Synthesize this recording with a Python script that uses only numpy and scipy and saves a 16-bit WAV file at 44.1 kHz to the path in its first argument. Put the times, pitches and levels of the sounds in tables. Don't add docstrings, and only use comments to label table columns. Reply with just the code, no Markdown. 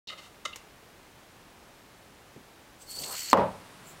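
import sys
import numpy as np
from scipy import signal
from scipy.fft import rfft, irfft
from scipy.io import wavfile

SR = 44100
rng = np.random.default_rng(int(sys.argv[2]) if len(sys.argv) > 2 else 0)


def transcribe(u):
    v = np.clip(np.atleast_2d(u).T, -1, 1)
    q = np.round(v * 32767).astype(np.int16)
    wavfile.write(sys.argv[1], SR, q)


N = 176400
T = np.arange(N) / SR
HZ = np.fft.rfftfreq(N, 1 / SR)
PULL_S, FREE_S = 2.87, 3.14


def amp(db):
    return 10 ** (np.asarray(db) / 20)


def unit(x):
    return x / np.sqrt(np.mean(x ** 2) + 1e-20)


def read(points, hz):
    f, value = np.transpose(points)
    return np.interp(np.log(hz + 1), np.log(f + 1), value)


def fader(rows):
    return amp(np.interp(T, *np.transpose(rows), left=-200, right=-200))


def noise(colour):
    return unit(irfft(rfft(rng.standard_normal(N)) * amp(read(colour, HZ)), N))


def wobble(hz):
    return unit(signal.lfilter(*signal.butter(2, hz, fs=SR), rng.standard_normal(N)))


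def decay(start, t60):
    return (T >= start) * amp(-60 * np.maximum(T - start, 0) / t60)


def ring(x, hz, width):
    return signal.lfilter(*signal.iirpeak(min(hz, SR * .45), hz / width, SR), x)


def glide(x, hz, width):
    turn = np.exp(2j * np.pi * np.cumsum(hz) / SR)
    r = np.exp(-np.pi * width / SR)
    return 2 * (turn * signal.lfilter([(1 - r) ** 2], [1, -2 * r, r * r], x / turn)).real


def rubs(rows, body):
    out, t = np.zeros(N), T[:8192]
    hz = np.fft.rfftfreq(len(t), 1 / SR)
    for start, length, db, bright, octaves in rows:
        rolloff = 1 + abs(np.log2((hz + 1) / bright) / octaves) ** 3
        grain = irfft(rfft(rng.standard_normal(len(t))) / rolloff)
        push = grain * np.sqrt(abs(np.sin(np.pi * np.minimum(t / length, 1))))
        sound = sum(amp(mode_db) * ring(push, f, width) for f, width, mode_db, *_ in body)
        out[round(start * SR):][:len(t)] += sound * amp(db) * np.sqrt(length * SR / np.sum(sound ** 2))
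    return out


# f/Hz, t60/s
ROOM_T60 = [(100, 0.78), (300, 0.28), (1000, 0.4), (2500, 0.4), (6000, 0.28), (14000, 0.13)]
def room_decay(x, frame):
    hz, age, bands = signal.stft(x, SR, nperseg=frame)
    return signal.istft(bands * amp(-60 * age / read(ROOM_T60, hz)[:, None]), SR, nperseg=frame)[1]


def reverb(x, wet_db=-10.5):
    taps = rng.choice([-1., 1.], SR) * (rng.random(SR) < .1) * (T[:SR] > .003)
    tail = room_decay(taps, 256)
    return amp(wet_db) * signal.fftconvolve(x, tail / np.linalg.norm(tail))[:N]


# f/Hz, level/dB
AIR_COLOUR = [(15, -26), (25, 0), (378, -2), (800, -4), (1900, -8.5), (15500, -24)]
def room_tone():
    return amp(-54.5) * noise(AIR_COLOUR)


# t/s, length/s, level/dB, brightest f/Hz, spread/octaves
CREAK_CUES = [(.0715, 0.013, -44, 4150, 0.38), (.084, 0.014, -39, 3600, 0.52),
              (.097, 0.012, -39, 2230, 0.96), (.11, 0.032, -45.5, 1540, 1.37),
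              (.174, 0.033, -49, 2270, 1.45), (.205, 0.083, -56.5, 2700, 1.9),
              (.4508, 0.013, -30, 2030, 1.6), (.529, 0.0096, -42, 3030, 0.36)]
# f/Hz, width/Hz, level/dB
HOUSING_MODES = [(565, 106, 10), (1240, 98, 9.5), (2063, 112, 7), (2895, 250, 6.5), (3690, 280, 2),
                 (4270, 190, -3), (6550, 5200, -3)]
def creaks():
    return signal.lfilter(*signal.butter(2, 9500, fs=SR), rubs(CREAK_CUES, HOUSING_MODES))


# t/s, level/dB, t60/s
CLICK_CUES = [(0.5592, -38, 0.049), (3.3723, -39.5, 0.015)]
# f/Hz, level/dB
CLICK_EQ = [(300, -2), (4000, -4.5), (6000, -1), (9000, -8.5), (15000, -16)]
def clicks():
    return noise(CLICK_EQ) * sum(amp(db) * decay(s, t60) for s, db, t60 in CLICK_CUES)


# t/s, level/dB, t60/s
BUMP_CUES = [(2.362, -45, 0.14)]
# f/Hz, level/dB
BUMP_EQ = [(50, -15), (170, 4), (300, 4.5), (700, -14), (1500, -26), (8000, -50)]
def finger_bump():
    return noise(BUMP_EQ) * sum(amp(db) * decay(s, t60) for s, db, t60 in BUMP_CUES)


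# f/Hz, level/dB
GRIND_COLOUR = [(40, -19), (150, 2.5), (400, -8.5), (900, -5), (4000, -15.5), (6800, -22.5), (9000, -17.5),
                (15000, -35)]
# f/Hz, level/dB
HISS_COLOUR = [(5500, -26), (7500, 1), (9000, -19), (15000, -12.5)]
def spinning():
    grind = amp(-53.5) * noise(GRIND_COLOUR) * (T > HITS[0][0])
    swell = np.exp(-((T - 3.895) / .039) ** 2)
    return grind + amp(-51) * noise(HISS_COLOUR) * swell


# t/s, level/dB, f/Hz
WHIRR_RIDE = [(2.919, -59, 219.6), (3.009, -48.5, 320.3), (3.069, -47.5, 608), (3.105, -45, 943),
              (3.149, -44.5, 1070), (3.18, -73, 1030)]
def whirr(width_hz=860, overtone_db=-12):
    s, db, hz = np.transpose(WHIRR_RIDE)
    turn = np.exp(2j * np.pi * np.cumsum(np.interp(T, s, hz)) / SR)
    fuzz, overtone_fuzz = [wobble(width_hz / 2) + 1j * wobble(width_hz / 2) for _ in range(2)]
    tone = fuzz * turn + amp(overtone_db) * overtone_fuzz * turn ** 2
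    return unit(tone.real) * fader(np.column_stack([s, db]))


# t/s, level/dB
SQUEAL_RIDE = [(2.868, -62), (2.897, -45.5), (3.26, -46.5), (3.287, -37), (3.312, -53), (3.328, -27)]
def squeal(pitch_hz=4423, waver_hz=50, width_hz=245):
    phase = 2 * np.pi * np.cumsum(pitch_hz + waver_hz * wobble(45)) / SR
    fuzzy = unit(wobble(width_hz / 2) * np.cos(phase) + wobble(width_hz / 2) * np.sin(phase))
    rough = np.interp(T, [PULL_S, FREE_S], [.25, 1])
    return (np.sqrt(1 - rough) * unit(np.cos(phase)) + np.sqrt(rough) * fuzzy) * fader(SQUEAL_RIDE)


def slips(per_s=7500, spread_db=2.5):
    size = amp(spread_db * np.minimum(rng.exponential(1, N), 4))
    return unit(size * rng.choice([-1, 1], N) * (rng.random(N) < per_s / SR))


# t/s, level/dB
RASP_RIDE = [(2.79, -68), (2.822, -51), (2.85, -63), (2.872, -57), (2.91, -47), (3.015, -40.5),
             (3.1, -43.5), (3.125, -38), (3.15, -39), (3.187, -35.5), (3.21, -38.5), (3.285, -41.5),
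             (3.317, -36), (3.328, -70)]
# f/Hz, width/Hz, pulled level/dB, coasting level/dB
HOLDER_MODES = [(2120, 1400, -13, -3.5), (2970, 800, -3.5, -0.5), (4540, 1500, 0, -1.5),
                (5980, 1700, -2, 0), (7100, 580, -0.5, 2.5), (7870, 1120, 5.5, 4.5), (9050, 2500, -3, -11),
                (12220, 2300, -2, -6.5), (14500, 1400, -3, -6)]
def rasp(spin_hz=75.4, wander_hz=21.3, wander_db=1.5):
    speed = np.interp(T, [PULL_S, FREE_S], [0, spin_hz])
    turning = 1 + .3 * np.sin(2 * np.pi * np.cumsum(speed) / SR)
    sag = 1 - .09 * np.clip(T - FREE_S, -.5, .5)
    pulled, coasting = np.zeros((2, N))
    for hz, width, pulled_db, coasting_db in HOLDER_MODES:
        friction = slips() * turning
        centre = hz * sag * (1 + .012 * wobble(wander_hz))
        band = glide(friction, centre, width) * amp(wander_db * wobble(wander_hz))
        pulled += amp(pulled_db) * band
        coasting += amp(coasting_db) * band
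    free = .5 + .5 * np.tanh((T - FREE_S) / .023)
    return ((1 - free) * unit(pulled) + free * unit(coasting)) * fader(RASP_RIDE)


# t/s, length/s, level/dB, brightest f/Hz, spread/octaves
CHATTER_CUES = [(2.988, 0.0059, -35, 4500, 0.079), (3.034, 0.011, -38, 3170, 0.87),
                (3.116, 0.016, -48, 12900, 0.085), (3.2995, 0.0033, -31.5, 5900, 0.36),
                (3.3127, .002, -44, 6700, 0.28)]
def chatter():
    return rubs(CHATTER_CUES, HOLDER_MODES)


# f/Hz, level/dB, t60/s
KNOCK_MODES = [(300, -11, 0.021), (660, -23, 0.037), (1008, 2.5, 0.018), (1155, -15, 0.042),
               (1700, -20, 0.021), (2850, -20, 0.014), (4800, -36, 0.0098), (12400, -28, 0.0022)]
def tip_knock(low_cut_hz=194, echoes_per_s=1300, echo_db=-3):
    t = T[:SR]
    knock = -sum(amp(db - 60 * t / t60) * np.sin(2 * np.pi * hz * t) for hz, db, t60 in KNOCK_MODES)
    knock = signal.lfilter(*signal.butter(2, low_cut_hz, "high", fs=SR), knock)
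    taps = rng.choice([-1., 1.], SR) * (rng.random(SR) < echoes_per_s / SR) * decay(.003, t60=.066)[:SR]
    return knock + amp(echo_db) * signal.fftconvolve(knock, taps / np.linalg.norm(taps))[:SR]


# f/Hz, level/dB
TABLE_MODES = [(97, -34.5), (186, -24), (258, -33), (430, -22.5), (481, -18), (528, -15.5), (559, -14.5),
               (624, -20), (841, -27), (866, -26.5), (960, -24.5)]
# f/Hz, level/dB
BOOM_COLOUR = [(40, -7), (100, -9.5), (250, 0), (370, 1.5), (550, 10), (740, 3.5), (1000, 3), (1600, -13),
               (2500, -20), (5000, -30.5), (15000, -89)]
# t/s, knock level/dB, tail level/dB
HITS = [(3.331, 2.5, -4.5), (3.3737, -15, -9.5), (3.398, -29, -21.5)]
def landing(boom_db=-11.5, rise_s=.012):
    t, out = T[:SR], np.zeros(N + SR)
    knock = tip_knock()
    table = sum((-1) ** k * amp(db - 60 * t / read(ROOM_T60, hz)) * np.sin(2 * np.pi * hz * t)
                for k, (hz, db) in enumerate(TABLE_MODES))
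    for start, knock_db, tail_db in HITS:
        boom = room_decay(noise(BOOM_COLOUR)[:SR], 512)[:SR]
        tail = (table + amp(boom_db) * boom) * np.minimum(t / rise_s, 1)
        out[round(start * SR):][:SR] += amp(knock_db) * knock + amp(tail_db) * tail
    return out[:N]


def scene(low_cut_hz=85):
    creaks_and_ticks = creaks() + clicks()
    mix = creaks_and_ticks + finger_bump() + reverb(creaks_and_ticks)
    stem = rasp() + chatter()
    mix += stem + reverb(stem) + squeal() + whirr() + landing() + spinning()
    return (room_tone() + signal.lfilter(*signal.butter(2, low_cut_hz, "high", fs=SR), mix))[None]


def record(dry, on_s=.072, limit_db=-3.5, attack_s=.0011, release_db_per_s=140, high_cut_hz=15900):
    x = dry[0] * (T >= on_s)
    release = T * release_db_per_s
    over_db = np.maximum(20 * np.log10(abs(x) + 1e-9) - limit_db, 0)
    held_db = np.maximum.accumulate(over_db + release) - release
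    pole = np.exp(-1 / (attack_s * SR))
    duck_db = signal.lfilter([1 - pole], [1, -pole], held_db)
    clipped = np.clip(x * amp(-duck_db), -.71, .71)
    high_cut = signal.firwin(511, high_cut_hz, window=("kaiser", 9), fs=SR)
    return signal.oaconvolve(clipped, high_cut, "same")[None]


dry = scene()
out = record(dry)
transcribe(out)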